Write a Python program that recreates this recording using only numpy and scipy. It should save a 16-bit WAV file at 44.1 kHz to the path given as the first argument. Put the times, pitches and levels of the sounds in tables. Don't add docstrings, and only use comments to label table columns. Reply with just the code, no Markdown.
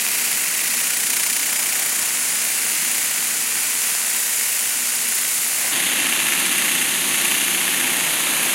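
import sys
import numpy as np
from scipy import signal
from scipy.fft import rfft, irfft
from scipy.io import wavfile
from scipy.ndimage import uniform_filter1d

SR = 44100
rng = np.random.default_rng(int(sys.argv[2]) if len(sys.argv) > 2 else 0)


def persist_wave(psi):
    counts = np.round(np.clip(psi, -1, 1) * 32767).astype(np.int16)
    wavfile.write(sys.argv[1], SR, np.atleast_2d(counts).T)


N = 376613
TIME = np.arange(N) / SR
SCAN_HZ, STROKES_PER_SCAN = 15.1875, 18
SCAN_SAMPLES = round(SR / SCAN_HZ)


def from_db(db):
    return 10 ** (np.asarray(db) / 20)


def unit_rms(x):
    return x / np.sqrt(np.mean(x ** 2) + 1e-20)


def butterworth(x, order, hz, kind):
    return signal.sosfilt(signal.butter(order, hz, kind, fs=SR, output="sos"), x)


def swells(rows):
    return sum(height * np.exp(-((TIME - t) / np.where(TIME < t, rise_s, fall_s)) ** 2)
               for t, rise_s, fall_s, height in rows)


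def colour(x, spectrum, size=4096):
    hz, level_db = np.transpose(spectrum)
    grid_hz = np.maximum(np.fft.rfftfreq(size, 1 / SR), 1)
    gain = from_db(np.interp(np.log(grid_hz), np.log(hz), level_db))
    cepstrum = irfft(np.log(gain))
    cepstrum[1:size // 2] *= 2
    cepstrum[size // 2 + 1:] = 0
    response = irfft(np.exp(rfft(cepstrum)))
    return signal.oaconvolve(x, response / np.linalg.norm(response))[:N]


# f/Hz, level/dB
TONES_SIDE = [(231.5, -54), (441.4, -57), (468, -57.5), (759, -61)]
TONES_CLOSE = [(258.1, -53.5), (349.1, -48), (637.7, -52), (790, -54), (1109, -51)]
def steady_tones(tones, waver_hz):
    knots_s = np.linspace(0, N / SR, num=60)
    sound = np.zeros(N)
    for hz, level_db in tones:
        pitch_hz = hz + waver_hz * np.interp(TIME, knots_s, rng.standard_normal(len(knots_s)))
        sound += np.sqrt(2) * from_db(level_db) * np.sin(2 * np.pi * np.cumsum(pitch_hz) / SR)
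    return sound


# f/Hz, relative level/dB
DUCT_SIDE = [(20, -19), (40, -19), (62, -12), (85, -14), (120, -7.5), (160, -3), (240, -1), (335, -3),
             (400, -9), (520, -26), (1500, -35)]
DUCT_CLOSE = [(20, -22), (40, -25), (62, -20), (85, -16), (130, -8), (190, 0), (250, 0), (335, -1),
              (400, -7), (520, -18.5), (1500, -48)]
def fume_extractor(spectrum, level_db):
    lull_db = swells([(4.3, .7, 1.36, -4.5)])
    return from_db(level_db + lull_db) * colour(rng.standard_normal(N), spectrum)


# t/s, relative level/dB
AIR_LEVEL = [(0, -25), (.28, -23.5), (.55, -24), (1.05, -22.5), (2.0, -23), (2.25, -22.5), (3.4, -23.5),
             (3.88, -22.5), (4.5, -23.5), (4.8, -23), (5.3, -22.5), (6.1, -23.7), (6.6, -22.7), (7.4, -23),
             (7.78, -24), (8.54, -23)]
# f/Hz, relative level/dB
AIR_SIDE = [(400, -14.5), (1300, -8.5), (1900, -6), (2900, -6), (3600, -9), (4500, -6.5), (5500, -7.5),
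            (6400, -2), (7100, -0.5), (8400, -2), (9600, 1.5), (11000, -4), (13000, -9), (15800, -16)]
AIR_CLOSE = [(400, -6.5), (1300, -6), (1900, -2.5), (2900, 0.1), (3600, -0.5), (4500, -5), (5500, -10.5),
             (6400, -1.5), (7100, -4), (8400, -3), (9600, 1.5), (11000, -1.5), (13000, -6), (15800, -24)]
def air_jet(spectrum, gain_db):
    air_db = np.interp(TIME, *np.transpose(AIR_LEVEL))
    hiss = colour(rng.standard_normal(N), spectrum)
    return from_db(air_db + gain_db) * butterworth(hiss, 2, 400, "high")


# f/Hz, width/Hz, added gain at the peak
PEAKS_SIDE = [(236, 8.5, .6), (684, 97, .2), (1466, 60, .5), (2200, 79, .15), (2690, 65, .25),
              (7060, 180, .5), (7820, 35, .7), (9610, 180, .25)]
PEAKS_CLOSE = [(250, 47, 0.25), (1800, 250, 0.25), (2710, 55, 0.52), (6560, 530, 0.17), (9250, 260, 0.17),
               (10500, 350, 0.31)]
def ringing_peaks(rush, peaks):
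    ringing = rush
    for hz, width_hz, gain in peaks:
        radius = np.exp(-np.pi * width_hz / SR)
        forward = np.array([1, 0, -1]) * (1 - radius ** 2) / 2
        feedback = [1, -2 * radius * np.cos(2 * np.pi * hz / SR), radius ** 2]
        ringing = ringing + gain * signal.lfilter(forward, feedback, rush)
    return ringing


# from t/s, to t/s
OVER_HOLE = [(1, 2.1), (0, 1.4)]
# t/s, approach/s, leave/s, added level/dB
HARD_TICKS = [(4.15, .7, .5, 1.8)]
def turn_ticks(turns, hole_loss_db=17, spread_db=1.2, spit_s=.00033):
    near, far = OVER_HOLE
    spikes = np.zeros(N)
    for (phase, tick_db), (from_s, to_s) in zip(turns, (near, far, far)):
        times = (np.arange(int(N / SR * SCAN_HZ)) + phase) / SCAN_HZ
        over_hole = (times > from_s) & (times < to_s)
        level_db = tick_db - hole_loss_db * over_hole + spread_db * rng.standard_normal(len(times))
        spikes[np.round(times * SR).astype(int)] += from_db(level_db)
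    spikes = spikes * from_db(swells(HARD_TICKS)) + 1e-18
    snap = signal.lfilter([.85], [1, -.5], spikes)
    spit_envelope = .35 * signal.lfilter([1], [1, -np.exp(-1 / (spit_s * SR))], spikes)
    return snap + spit_envelope * rng.standard_normal(N)


LIFTS = [(1.8, 0.28, 0, 3, .5), (3.77, .03, -5, -1, 2), (3.88, .06, 2.5, 0, 1), (4.4, 0.39, -0.5, -1, 2.5),
         (4.797, 0.074, -2.5, -0.5, -0.5), (5.35, 0.34, -2, -1.5, 2), (5.646, 0.064, 2, 5.5, -0.5),
         (6.0, 0.27, 0.5, 0.5, -1.8), (6.95, .2, -1, -1.5, 0), (7.45, .2, .5, -1, 1),
         (8.35, 0.54, -2.5, 3.5, 1.5)]
def lift_db(part):
    column = ("rasp", "body", "fizz").index(part)
    return swells([(t, half_s, half_s, lifts[column]) for t, half_s, *lifts in LIFTS])


def plume(rush):
    body = butterworth(rush, 1, [400, 1200], "band")
    fizz = butterworth(rush, 1, [11000, 15000], "band")
    return rush + (from_db(lift_db("body")) - 1) * body + (from_db(lift_db("fizz")) - 1) * fizz


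def rasp_drift_db(fresh_db=3.5, settle_s=1.5, waver_db=.86, waver_hz=6):
    knots = rng.standard_normal(200)
    waver = unit_rms(np.interp(TIME * waver_hz, np.arange(len(knots)), knots))
    return fresh_db * np.exp(-TIME / settle_s) + lift_db("rasp") + waver_db * waver


def scan_after_scan(fresh, memory):
    rows = np.vstack([fresh[:1], fresh[1:] * np.sqrt(1 - memory ** 2)])
    scans = signal.lfilter([1], [1, -memory], rows, axis=0)
    return unit_rms(scans.ravel()[:N])


def rust_thickness(crossing_s=.002, memory=.51):
    rough = rng.standard_normal((N // SCAN_SAMPLES + 1, SCAN_SAMPLES))
    smooth = uniform_filter1d(rough, round(crossing_s * SR), axis=1, mode="wrap")
    return scan_after_scan(smooth, memory)


def rust_bursts(memory, grain_db, jitter_s):
    shape = (N // SCAN_SAMPLES + 1, SCAN_SAMPLES)
    noise = rng.standard_normal(shape)
    sizes = from_db(grain_db * np.clip(rng.standard_normal(shape), -2, 2))
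    slips = np.round(jitter_s * SR * rng.standard_normal(N)).astype(int)
    stroke = (TIME * SCAN_HZ * STROKES_PER_SCAN).astype(int)
    return scan_after_scan(noise * sizes, memory)[(np.arange(N) + slips[stroke]) % N]


# t/s, approach/s, leave/s, added swing/dB
CUT_OUTS = [(1.12, .3, 0.94, 6), (5.1, 0.27, 0.34, 5), (7.0, 0.76, .7, 1.3)]
# f/Hz, relative level/dB
RASP_SIDE = [(150, -21.5), (500, -12.5), (900, -9), (1350, -10), (1900, 2.4), (2400, 1.8), (2900, -1.5),
             (3500, -7), (5200, -3), (6900, -4.5), (8300, -4.5), (9700, 0), (12500, -2.5), (15800, -6)]
RASP_CLOSE = [(150, -23), (500, -17), (900, -9), (1350, -8), (1900, -2), (2400, 0), (2900, -0.5),
              (3500, -7.5), (5200, -18), (6900, -7), (8300, -13.5), (9700, -7.5), (12500, -9.5),
              (15800, -24)]
def laser_spot(bursts, spectrum, turns, mid_pass, level_db, patchy_db, sharpening):
    swing_db, stroke_db = 1.9, 2.0
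    rasp_gain = from_db(level_db + rasp_drift_db())
    scan = SCAN_HZ * TIME
    throb_db = (swing_db + swells(CUT_OUTS)) * np.cos(4 * np.pi * (scan - mid_pass))
    buzz_db = stroke_db * np.cos(2 * np.pi * STROKES_PER_SCAN * (scan - mid_pass))
    bite = from_db(throb_db + buzz_db + patchy_db * rust_thickness())
    _, (stop, _), (restart, _) = turns
    bite *= (scan % 1 < stop) | (scan % 1 > restart)
    bite /= np.sqrt(uniform_filter1d(bite ** 2, SCAN_SAMPLES))
    treble = butterworth(bursts, 1, 13000, "high")
    edge = sharpening * (np.minimum(bite, 2) - 1) * treble
    crackle = bite * (bursts + edge)
    return colour(rasp_gain * crackle + turn_ticks(turns), spectrum)


def from_the_side():
    turns = [(.002, -6), (.48, -9.5), (.53, -13.5)]
    bursts = rust_bursts(memory=.96, grain_db=3.0, jitter_s=.00008)
    rasp = laser_spot(bursts, RASP_SIDE, turns, mid_pass=.262,
                      level_db=-26.23, patchy_db=1.7, sharpening=.33)
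    hiss = air_jet(AIR_SIDE, gain_db=.2)
    rush = plume(rasp + hiss) + fume_extractor(DUCT_SIDE, level_db=-45.65)
    return ringing_peaks(rush, PEAKS_SIDE) + steady_tones(TONES_SIDE, waver_hz=.74)


def close_to_the_head():
    turns = [(.78, -16.5), (.3, -19.5), (.32, -24.5)]
    bursts = rust_bursts(memory=.926, grain_db=1.5, jitter_s=.00005)
    rasp = laser_spot(bursts, RASP_CLOSE, turns, mid_pass=.08,
                      level_db=-24, patchy_db=3.0, sharpening=.23)
    hiss = air_jet(AIR_CLOSE, gain_db=1.2)
    rush = plume(rasp + hiss) + fume_extractor(DUCT_CLOSE, level_db=-37)
    return ringing_peaks(rush, PEAKS_CLOSE) + steady_tones(TONES_CLOSE, waver_hz=.815)


def scene():
    move_s, fade_s = 5.72, .01
    close = np.clip((TIME - move_s) / fade_s + .5, 0, 1)
    return (np.sqrt(1 - close) * from_the_side() + np.sqrt(close) * close_to_the_head())[None]


def record(dry):
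    thin = butterworth(dry, 2, 110, "high")
    return signal.sosfilt(signal.ellip(12, .1, 90, 15850, fs=SR, output="sos"), thin)


dry = scene()
out = record(dry)
persist_wave(out)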